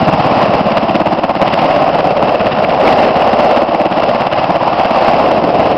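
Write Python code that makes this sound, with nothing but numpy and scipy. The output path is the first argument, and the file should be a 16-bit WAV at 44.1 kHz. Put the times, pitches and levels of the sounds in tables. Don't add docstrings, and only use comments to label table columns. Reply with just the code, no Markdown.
import sys
import numpy as np
from scipy import signal
from scipy.fft import rfft, irfft
from scipy.io import wavfile
from scipy.ndimage import uniform_filter1d

SR = 44100
rng = np.random.default_rng(int(sys.argv[2]) if len(sys.argv) > 2 else 0)


def ratio(d):
    e = np.asarray(d, float) / 20
    return 10 ** e


def output_pcm(signal):
    pcm = np.clip(np.atleast_2d(signal).T, -1, 1) * 32767
    wavfile.write(sys.argv[1], SR, np.round(pcm).astype(np.int16))


N = 254758
BLADE_HZ, TAIL_HZ = 17.19, 79.22


def rms_one(x):
    return x / np.sqrt(np.mean(x ** 2) + 1e-20)


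def band(x, low_hz, high_hz):
    return signal.sosfilt(signal.butter(3, [low_hz, high_hz], "band", fs=SR, output="sos"), x)


def drift(rate_hz):
    r = np.exp(-2 * np.pi * rate_hz / SR)
    noise = rng.standard_normal(N + SR)
    return rms_one(signal.lfilter([1], [1, -2 * r, r * r], noise)[SR:])


def in_time(rows, column):
    rows = np.array(rows)
    return np.interp(np.arange(N) / SR, rows[:, 0], rows[:, column])


def evened(x, span_s):
    power = uniform_filter1d(x ** 2, int(span_s * SR) + 1)
    return rms_one(x / np.sqrt(power + 0.12 * np.mean(x ** 2)))


def turbulence(lumpy_db, rate_hz):
    return rng.standard_normal(N) * ratio(lumpy_db * drift(rate_hz))


def wake(memory):
    size = int(SR / BLADE_HZ)
    fresh = rng.standard_normal((int(N / SR * BLADE_HZ) + 21, size))
    met = signal.lfilter([1], [1, -memory], fresh, axis=0)
    met = met[20:].ravel()
    return met[(np.arange(N) * size * BLADE_HZ / SR).astype(int)]


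# centre in Hz, width in Hz, boost or cut in dB.
PORT = [(2500, 120, -1.5), (5030, 400, 4), (448, 270, 2)]


def coloured(source, spectrum):
    hz = np.arange(N // 2 + 1) * SR / N + 1
    points_hz, points_db = np.transpose(spectrum)
    db = np.interp(np.log(hz), np.log(points_hz), points_db)
    for centre_hz, width_hz, change_db in PORT:
        db += change_db / (1 + (2 * (hz - centre_hz) / width_hz) ** 2)
    out = irfft(rfft(source) * ratio(db), N)
    return out / np.std(band(out, 400, 1400))


# multiple of its blade rate, rms level in dB before the slow drift.
TAIL_HUM = [(1, -44), (2, -52.5), (3, -42)]


def tones():
    t = np.arange(N) / SR
    hum = sum(ratio(db) * np.sin(2 * np.pi * k * TAIL_HZ * t) for k, db in TAIL_HUM)
    hum = hum * ratio(3.0 * drift(1.2))
    wander = np.cumsum(1.3 * drift(4.1)) / SR
    whistle = np.sin(2 * np.pi * (5136 * t + wander))
    whistle = whistle * ratio(-67.5 + 3.0 * drift(2.7))
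    return np.sqrt(2) * (hum + whistle)


# frequency in Hz, relative density in dB per Hz.
ROAR_SPECTRUM = [(24, -57.5), (40, -24.5), (189, -7), (306, -5.5), (437, -11), (573, -1), (664, -0.5),
                 (929, -11), (1050, -7), (1570, -24.5), (2440, -25), (2700, -20), (3550, -34), (4970, -35),
                 (6000, -40), (7800, -82.5), (13200, -120)]
# time in seconds, roar between the blades in dB, swish in dB, tip hiss in dB, low puff in dB.
CARRY = [(0.0, -16, -13.5, -22.5, -12.5), (0.13, -12, -9, -20, -15.5), (0.27, -12.5, -11.5, -24, -16.5),
         (0.56, -9, -11.5, -22.5, -14.5), (1.22, -17.5, -10, -16, -12), (1.74, -8.5, -9.5, -22, -16),
         (2.25, -11, -11, -20.5, -19.5), (2.46, -9, -13, -18.5, -19), (2.78, -9.5, -9, -17.5, -22),
         (2.99, -8.5, -12, -20, -22), (3.49, -9, -8, -22, -16), (3.76, -13, -7.5, -20.5, -12),
         (3.99, -10, -10, -22.5, -13.5), (4.33, -14, -9.5, -19, -21), (5.18, -9.5, -8.5, -25, -15),
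         (5.78, -10.5, -14, -23, -19.5)]
# time in seconds, change in dB.
DIPS = [(0.512, -4), (0.628, -6), (.804, -3), (1.041, -5), (1.337, -4), (2.139, -1), (2.67, -4.5),
        (2.782, -2.5), (3.128, -4), (3.66, -3.5), (3.892, -4), (4.3, -5.5), (4.588, -4.5), (4.767, -0.5),
        (4.934, -1), (5.636, 0)]
# time in seconds, deep throb and thump in dB, roar below 440 Hz in dB,
# roar above 780 Hz in dB, everything near 450 Hz in dB.
BANDS = [(0, 10.5, -3, 5.5, -2), (.6, 3, -7.5, 2.5, 3), (1.1, 0, -1, 2, -3.5), (1.6, 0, -5, 2, -3.5),
         (2.2, 2.5, -9, -2, 0.5), (2.9, -0.5, -5.5, 1.5, 2), (3.6, -3, -10, -0.5, -1),
         (4.1, -0.5, -9, 1, 0), (4.5, 0, -6.5, 3, -4.5), (5, -5, -7.5, 3.5, -1), (5.4, -0.5, -4, 0, 1.5),
         (5.78, -3, -3.5, 0, 3)]


def roar():
    t = np.arange(N) / SR
    dip_s = 0.024
    dips_db = sum(db * np.exp(-.5 * ((t - s) / dip_s) ** 2) for s, db in DIPS)
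    level_db = in_time(CARRY, column=1) + dips_db + 1.0 * drift(5.6)
    chop = 1 + .09 * np.cos(2 * np.pi * TAIL_HZ * t)
    wash = coloured(turbulence(lumpy_db=1.5, rate_hz=110), ROAR_SPECTRUM)
    low = band(wash, 20, 440) * ratio(in_time(BANDS, column=2))
    body = band(wash, 440, 780)
    treble = ratio(in_time(BANDS, column=3))
    upper = band(wash, 780, 1400) * treble
    top_db = -1.5 + 0.084 * (np.mean(level_db) - level_db)
    top = band(wash, 1400, 7000) * treble * ratio(top_db)
    return (low + body + upper + top) * ratio(level_db) * chop


# frequency in Hz, relative density in dB per Hz.
BLADE_SPECTRUM = [(24, -56.5), (40, -36), (175, -6), (316, -2), (367, -12.5), (443, -13.5), (559, -1),
                  (648, 1.5), (1080, -8.5), (1610, -22.5), (2400, -24.5), (2720, -19), (3580, -32),
                  (5020, -37.5), (6200, -49), (8060, -88), (13600, -120)]


def blade_throb():
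    turn = 2 * np.pi * (BLADE_HZ * np.arange(N) / SR - .45)
    beat = ratio(-21.0 + 9.2 * (np.cos(turn) - 1))
    deep = band(coloured(wake(memory=.85), BLADE_SPECTRUM), 34, 195)
    return evened(deep, span_s=0.026) * beat


def blade_thump():
    at_s = (np.arange(int(N / SR * BLADE_HZ)) + .5) / BLADE_HZ
    chance = rng.standard_normal((len(at_s), 2))
    at_s = at_s + .0008 * chance[:, 0]
    clicks = np.zeros(N)
    clicks[(at_s * SR).astype(int)] = ratio(-18.0 + 1.2 * chance[:, 1])
    t = np.arange(600) / SR
    push = np.exp(-.5 * ((t - .0025) / 0.0076) ** 2)
    high_pass = signal.butter(2, 110, "high", fs=SR, output="sos")
    return signal.sosfilt(high_pass, np.convolve(clicks, push)[:N])


# time in seconds, swish in dB, tip hiss in dB, low puff in dB.
ODD_BLADES = [(0.086, -4.5, -25, -9.5), (0.776, -6.5, -14.5, -18.5), (.957, -8.5, -15.5, -10),
              (1.012, -5.5, -19.5, -10), (1.071, -6, -19.5, -11.5), (1.132, -9.5, -20.5, -12.5),
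              (1.19, -6.5, -19.5, -23), (1.244, -6.5, -18.5, -13.5), (1.306, -5, -21, -19),
              (1.365, -9, -17.5, -17.5), (1.424, -2.5, -18, -11), (1.48, -9, -15.5, -15.5),
              (1.537, -10.5, -14.5, -14), (1.881, -7.5, -27.5, -17.5), (2.233, -7, -22, -14.5),
              (2.746, -12, -22.5, -33), (3.338, -8.5, -20.5, -10.5), (3.574, -6.5, -16, -14),
              (3.692, -13, -23.5, -18), (3.811, -8, -22.5, -13.5), (3.923, -15, -20.5, -14.5),
              (4.213, -12.5, -18.5, -19), (4.386, -8, -19.5, -23.5), (4.503, -7.5, -27.5, -9),
              (4.562, -5, -21, -15), (4.622, -7.5, -22.5, -21.5), (4.798, -7, -21.5, -17.5),
              (5.088, -9, -17, -10), (5.444, -10, -22, -10.5), (5.609, -9, -24.5, -18)]


def passes():
    first_s = .024
    steady_s = first_s + np.arange(int(N / SR * BLADE_HZ)) / BLADE_HZ
    carry = np.array(CARRY)
    levels_db = [np.interp(steady_s, carry[:, 0], carry[:, k]) for k in range(2, 5)]
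    scatter = [0.002, 0.5, 2, 0]
    chance = rng.standard_normal((len(steady_s), 4)) * scatter
    rows = np.column_stack([steady_s, *levels_db]) + chance
    odd = np.array(ODD_BLADES)
    places = np.round((odd[:, 0] - first_s) * BLADE_HZ).astype(int)
    rows[places] = odd
    return rows.T


def sweep(s, levels_db, rise_s, fall_s):
    peaks = np.zeros(N)
    peaks[np.clip((s * SR).astype(int), 0, N - 1)] = ratio(levels_db)
    t = np.arange(-2000, 2001) / SR
    swell = np.exp(-.5 * (t / np.where(t < 0, rise_s, fall_s)) ** 2)
    return signal.fftconvolve(peaks, swell, "same")


def blade_swish():
    s, swish_db, hiss_db, puff_db = passes()
    air = coloured(turbulence(lumpy_db=4.5, rate_hz=208), BLADE_SPECTRUM)
    eddies = coloured(wake(memory=.8), BLADE_SPECTRUM)
    puff = evened(band(eddies, 167.4, 399), span_s=0.021)
    puff = puff * sweep(s, puff_db, rise_s=0.008, fall_s=0.0067)
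    swish = evened(band(air, 437, 1374), span_s=.02)
    swish = swish * sweep(s, swish_db, rise_s=0.012, fall_s=0.0085)
    hiss = evened(band(air, 1447, 11000), span_s=0.016)
    hiss = hiss * sweep(s + 0.0037, hiss_db, rise_s=0.012, fall_s=0.004)
    snap = evened(band(air, 900, 3600), span_s=.01)
    snap = snap * sweep(s + .005, hiss_db + 3.5, rise_s=0.0031, fall_s=.0015)
    return puff + swish + hiss + snap


def scene():
    deep = (blade_throb() + blade_thump()) * ratio(in_time(BANDS, column=1))
    machine = tones() + roar() + deep + blade_swish()
    b, a = signal.butter(1, [380, 540], "band", fs=SR)
    echo_band = signal.lfilter(b, a, machine)
    echo_gain = ratio(in_time(BANDS, column=4))
    return (machine + (echo_gain - 1) * echo_band)[None, :]


def band_limit(x):
    return signal.sosfilt(signal.butter(12, 15800, fs=SR, output="sos"), x)


def record(dry):
    overload, ceiling = 0.71, .7
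    clipped = np.clip(dry, -overload, overload)
    top_cut = signal.cheby2(6, 22, 6360, fs=SR, output="sos")
    narrow = signal.sosfiltfilt(top_cut, clipped)
    finished = np.clip(narrow, -ceiling, ceiling) - .0034
    return band_limit(finished)


dry = scene()
out = record(dry)
output_pcm(out)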